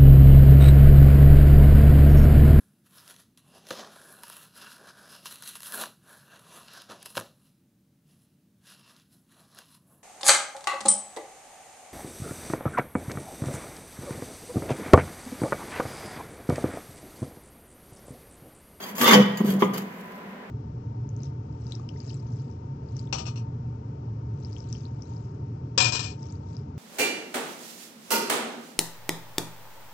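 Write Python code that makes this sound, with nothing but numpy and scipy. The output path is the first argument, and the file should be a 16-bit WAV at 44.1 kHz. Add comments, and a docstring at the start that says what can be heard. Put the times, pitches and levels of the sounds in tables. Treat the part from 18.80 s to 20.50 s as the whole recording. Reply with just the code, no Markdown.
"""Shovelling ash in an iron stove

A steel shovel is pushed through ash close by. The blade grinds in tiny slips and squeaks
where it catches, cinders crunch and snap, and each shudder makes the firebox boom.
The shovel knocks and rebounds, lighter scrapes follow, and a faint fan-like rush remains."""
import sys
import numpy as np
from scipy import signal
from scipy.fft import rfft, irfft
from scipy.io import wavfile

SR = 44100
rng = np.random.default_rng(int(sys.argv[2]) if len(sys.argv) > 2 else 0)


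def file_out(sig):
    """Save sig as 16-bit WAV at sys.argv[1]."""
    # one column per channel
    cols = np.atleast_2d(sig).T
    # limit, then scale
    lim = np.clip(cols, -1, 1)
    pcm = np.round(lim * 32767).astype(np.int16)
    wavfile.write(sys.argv[1], SR, pcm)


N = 74970
T = np.arange(N) / SR
SHIFT_HZ = 17.4  # how quickly the blade's contact changes


def from_db(db):
    """Turn decibels into a gain."""
    return 10 ** (np.asarray(db) / 20)


def unit_power(x):
    """Scale a signal to an average power of 1."""
    return x / np.sqrt(np.mean(x ** 2) + 1e-20)


def colour(x, spectrum):
    """Shape a sound with a curve of (f/Hz, level/dB) points."""
    points = np.array(spectrum)
    hz = np.maximum(np.fft.rfftfreq(x.shape[-1], 1 / SR), 1)
    db = np.interp(np.log(hz), np.log(points[:, 0]), points[:, 1])
    return irfft(rfft(x) * from_db(db), x.shape[-1])


def low_pass(x, hz):
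    """Soften everything above hz."""
    return signal.sosfilt(signal.butter(2, hz, fs=SR, output="sos"), x + 1e-18)


def drift(hz):
    """A random wobble of size about 1, mostly slower than hz."""
    return unit_power(low_pass(rng.standard_normal(2 * N), hz)[N:])


def click(start):
    """A single-sample tick."""
    return 1.0 * (np.arange(N) == int(start * SR))


def stroke(start, length, attack_s=0.0041, release_s=0.018):
    """One short contact rises, holds and dies away."""
    rise = np.clip((T - start) / attack_s, 0, 1)
    return rise * np.exp(-np.maximum(T - start - length, 0) / release_s)


def grains(per_s, size_db, clump_db, clump_hz):
    """Random clicks of uneven size, louder in clumps."""
    sizes = from_db(size_db * np.minimum(rng.exponential(1, N), 4) + clump_db * drift(clump_hz))
    return unit_power(sizes * rng.choice([-1, 1], N) * (rng.random(N) < per_s / SR))


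def ring(x, hz, t60):
    """Each push starts a tone that fades by 60 dB in t60 seconds."""
    decay = from_db(-60 / (t60 * SR))
    turn = np.exp(2j * np.pi * np.cumsum(hz * np.ones(N)) / SR)
    return (signal.lfilter([1], [1, -decay], x / turn + 1e-18) * turn).imag


# How wide and lopsided the stereo sound is: f/Hz, width/dB, left over right/dB
STEREO = [(60, -10, -2), (152, -39, 3), (274, -10.5, -2), (466, -9, -1), (750, -1.5, 0), (1200, -2, 0.5),
          (2080, 1, -1), (4770, 1.5, -1), (8600, -0.5, -5), (11150, 0, 13.5)]
def stereo_noise(spectrum):
    """Noise that the left and right sides partly share."""
    mid, side = unit_power(colour(rng.standard_normal((2, N)), spectrum))
    side = colour(side, STEREO)
    return np.array([colour(mid + sign * side, [(hz, sign * lean / 2) for hz, _, lean in STEREO])
                     for sign in (1, -1)])


def spread(x, hz):
    """A tone reaches left and right a little out of step."""
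    width_db = np.interp(hz, *np.transpose(STEREO)[:2])
    angle = np.arctan(from_db(width_db)) * rng.choice([-1, 1])
    quarter_ahead = np.gradient(x) / np.sin(2 * np.pi * hz / SR)
    return np.cos(angle) * x + np.sin(angle) * quarter_ahead * np.array([[1], [-1]])


def rubbed(x, hz, t60):
    """Rubbing keeps a tone ringing, with about the power that is fed in."""
    return spread(ring(x, hz, t60), hz) * np.sqrt(4 * np.log(1000) / (t60 * SR))


def firebox(x, spectrum, t60):
    """Short, dense echoes bounce between the stove walls."""
    fade = from_db(-60 * T / t60)
    echoes = stereo_noise(spectrum) * fade / np.linalg.norm(fade)
    return signal.fftconvolve(x[None], echoes, axes=1)[:, :N]


def moving_echoes(x, spectrum, t60):
    """The point of contact wanders, so its echoes keep changing."""
    shares = np.array([drift(SHIFT_HZ) for _ in range(4)])
    return sum(firebox(x * share, spectrum, t60) for share in shares / np.linalg.norm(shares, axis=0))


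# Each bite of the blade: t/s, length/s, grinding level/dB, crunch level/dB
BITES = [(0.0, 0.092, -48.5, -46.5), (0.15, 0.074, -59, -40), (0.178, 0.029, -40, -31.5),
         (0.208, 0.078, -23.5, -26), (0.269, 0.052, -17, -28), (0.32, 0.026, -16, -28.5),
         (0.349, 0.073, -32.5, -54), (0.57, 0.018, -45, -55), (0.642, 0.019, -48, -43),
         (0.66, 0.053, -41.5, -40.5), (0.791, 0.041, -39.5, -46), (0.932, 0.02, -38.5, -42.5),
         (0.97, 0.01, -41, -41)]
# The stove's own tones: f/Hz, scraped level/dB, knocked level/dB, ring time/s
STOVE_TONES = [(132.4, -21, -24, 0.74), (172.2, -38, -20.5, 0.94), (220, -43, -9, 0.07),
               (317.7, -13.5, -19, 0.16), (409.5, -6.5, -6, 0.15), (497, -5, -21, 0.36),
               (995, -13.5, -6.5, 0.06), (1137, -2.5, -5, 0.054), (1211, -14, -15.5, 0.24),
               (1910, -8, -30, 0.31), (2980, -8, -26, 0.088)]
# Tone colour of the grinding: f/Hz, level/dB
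GRIND_COLOUR = [(60, -44), (300, -11), (450, 5), (750, 0.5), (1200, -0.5), (1500, -2.5), (2000, -1),
                (2500, -8.5), (3200, -4), (4000, -13), (6600, -12), (7800, -24.5), (15000, -48)]
def grinding():
    """The blade slips in tiny jerks that rattle the firebox and make it ring."""
    force = np.max([from_db(db) * stroke(start, length) for start, length, db, _ in BITES], axis=0)
    slips = grains(per_s=1800, size_db=1, clump_db=2.5, clump_hz=228) * force
    rings = sum(from_db(db) * rubbed(slips, hz, t60) for hz, db, _, t60 in STOVE_TONES)
    return from_db(-1) * moving_echoes(slips, GRIND_COLOUR, t60=0.065) + from_db(-3) * rings


# Bare steel skids on iron: t/s, length/s, level/dB
STEEL_SKIDS = [(0.015, 0.013, -40), (0.571, 0.0051, -35.5)]
# The blade's own tones: f/Hz, level/dB
BLADE_TONES = [(3250, 4), (4750, -1), (6680, 2), (11400, -6), (13500, -1.5)]
def blade_ring(grit):
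    """Grit and skids ring the blade, whose tones waver randomly in pitch and loudness."""
    skid_force = sum(from_db(db) * stroke(start, length) for start, length, db in STEEL_SKIDS)
    rub = from_db(-6) * grit + rng.standard_normal(N) * skid_force
    steel = 0
    for hz, db in BLADE_TONES:
        drive = rub * from_db(db + 5.5 * drift(SHIFT_HZ))
        pitch = hz * (1 + 0.0078 * drift(SHIFT_HZ))
        steel += rubbed(drive, pitch, t60=0.044)
    return steel


# Tone colour of breaking cinders: f/Hz, level/dB
CINDER_COLOUR = [(500, 14.5), (3600, 2), (6800, 1.5), (7800, -0.5), (10000, -2.5), (12500, 3.5),
                 (15500, -4)]
def ash(trickle_db=-59, fade_start_s=1.31, fade_db_per_s=33):
    """Cinders break against the blade at each bite, and loose ash trickles."""
    trickle = from_db(trickle_db - fade_db_per_s * np.maximum(T - fade_start_s, 0))
    force = np.max([from_db(db) * stroke(start, length) for start, length, _, db in BITES], axis=0)
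    breaks = grains(per_s=2000, size_db=4, clump_db=-0.5, clump_hz=164)
    steel = blade_ring(breaks * force)
    crunch = moving_echoes(breaks * (force + trickle), CINDER_COLOUR, t60=0.052)
    return from_db(-0.5) * crunch + steel / 2


# The dragged shovel shudders: peak t/s, half width/s, level/dB
SHOVEL_SHUDDERS = [(0.039, 0.33, -44), (0.305, 0.038, -22), (0.386, 0.037, -10.5), (0.46, 0.1, -25),
                   (0.612, 0.0091, -17.5), (0.65, 0.011, -17), (0.693, 0.025, -19.5), (0.76, 0.042, -21.5),
                   (0.863, 0.041, -27), (0.99, 0.12, -32.5), (1.474, 0.036, -39.5)]
# Pitch of the boom: t/s, f/Hz
BOOM_GLIDE = [(0.2, 199.5), (0.28, 226.6), (0.36, 203.9), (0.52, 195.5), (0.62, 208.4), (0.72, 194.6)]
# Tone colour of the rumble: f/Hz, level/dB
RUMBLE_COLOUR = [(30, -28), (70, -26), (135, 1.5), (240, 5.5), (290, -3), (450, -1.5), (700, -14),
                 (5000, -45)]
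def boom(wander_hz=3.62):
    """Each shudder swells the firebox's deep note over a rumble."""
    swell = sum(from_db(db) * np.exp(-((T - peak) / width) ** 2) for peak, width, db in SHOVEL_SHUDDERS)
    pitch = np.interp(T, *np.transpose(BOOM_GLIDE)) + wander_hz * drift(35)
    tone = np.sqrt(2) * np.sin(2 * np.pi * np.cumsum(pitch) / SR)
    return swell * (from_db(-1) * tone + from_db(-9) * stereo_noise(RUMBLE_COLOUR))


# Tone colour of the rush: f/Hz, level/dB
RUSH_COLOUR = [(30, -37), (140, -20), (195, 0), (337, -21.5), (374, -11.5), (794, -17.5), (1240, -21),
               (1970, -21.5), (3680, -38), (15000, -64)]
# A faint note in the rush: f/Hz, ring time/s, level/dB
RUSH_TONES = [(1003, 0.13, -50.5)]
def fan_rush():
    """A steady, fan-like rush with one narrow band of ringing noise."""
    tones = sum(from_db(db) * spread(unit_power(ring(rng.standard_normal(N), hz, t60)), hz)
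                for hz, t60, db in RUSH_TONES)
    return from_db(-42.5) * stereo_noise(RUSH_COLOUR) + tones


# Squeaks and groans of the blade: t/s, length/s, f/Hz, level/dB
EDGE_CATCHES = [(0.2, 0.078, 240, -23), (0.231, 0.017, 1168, -22), (0.239, 0.022, 3530, -23),
                (0.282, 0.011, 3530, -16.5), (0.281, 0.045, 417.7, -18.5), (0.33, 0.0077, 6666, -25),
                (0.345, 0.0045, 3072, -18), (0.345, 0.048, 497, -12.5), (0.664, 0.032, 414, -32),
                (0.699, 0.007, 11730, -37)]
def squeaks(jitter=0.0107):
    """The edge catches and sings a rough tone."""
    sound = 0
    for start, length, hz, db in EDGE_CATCHES:
        phase = 2 * np.pi * np.cumsum(hz * (1 + jitter * drift(640))) / SR
        loudness = from_db(db + 1.6 * drift(160)) * stroke(start, length)
        sound += loudness * spread(np.sin(phase), hz)
    return sound


# Single cinders snap: t/s, level/dB
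CINDER_SNAPS = [(0.2141, -1), (0.271, -7), (0.327, -2), (0.573, -14), (0.723, -15.5), (0.738, -18),
                (0.98, -11.5), (1.21, -29), (1.32, -31)]
def snaps():
    """A larger cinder cracks with one sharp tick."""
    ticks = sum(from_db(db) * click(start) for start, db in CINDER_SNAPS)
    return moving_echoes(ticks, CINDER_COLOUR, t60=0.03)


# The blade hits the stove floor: t/s, level/dB, treble cut-off f/Hz
BLOWS = [(0.322, -5.5, 3500), (0.338, -7.5, 2400), (0.604, -19, 1200), (0.822, -4.5, 2250),
         (0.8301, -16, 1472)]
# Tone colour of the thud: f/Hz, level/dB
THUD_COLOUR = [(60, -22), (200, 7), (380, 8), (700, -5.5), (1100, -1), (1550, -20), (2100, -3),
               (2550, -18.5), (3200, -2.5), (4200, -29), (12000, -31)]
def knocks():
    """Each blow is a softened click that thuds in the firebox and rings the stove."""
    blows = sum(from_db(db) * low_pass(click(start), hz) for start, db, hz in BLOWS)
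    rings = sum((-1) ** k * from_db(db) * spread(ring(blows, hz, t60), hz)
                for k, (hz, _, db, t60) in enumerate(STOVE_TONES))
    return from_db(15.5) * firebox(blows, THUD_COLOUR, t60=0.086) + from_db(-3) * rings


def room(x, t60=0.68):
    """The room answers with a dull wash of echoes."""
    fade = from_db(-60 * T / t60)
    dull_noise = low_pass(stereo_noise([(20, 0), (20000, 0)]), hz=3340)
    echoes = dull_noise * fade / np.linalg.norm(fade)
    return from_db(-10) * signal.fftconvolve(x, echoes, axes=1)[:, :N]


def scene(bass_cut_hz=148):
    """Shovel, ash and stove in a quiet room; the contact sounds carry little deep bass."""
    bass_cut = signal.butter(4, bass_cut_hz, "high", fs=SR, output="sos")
    contact = signal.sosfilt(bass_cut, grinding() + ash() + snaps() + squeaks() + knocks())
    return contact + room(contact) + boom() + fan_rush()


def record(dry):
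    """Clip the peaks, then cut the treble above 15750 Hz."""
    treble_cut = signal.ellip(10, 0.2, 75, 15750, fs=SR, output="sos")
    return signal.sosfilt(treble_cut, np.clip(dry, -1, 1))


dry = scene()
out = record(dry)
file_out(out)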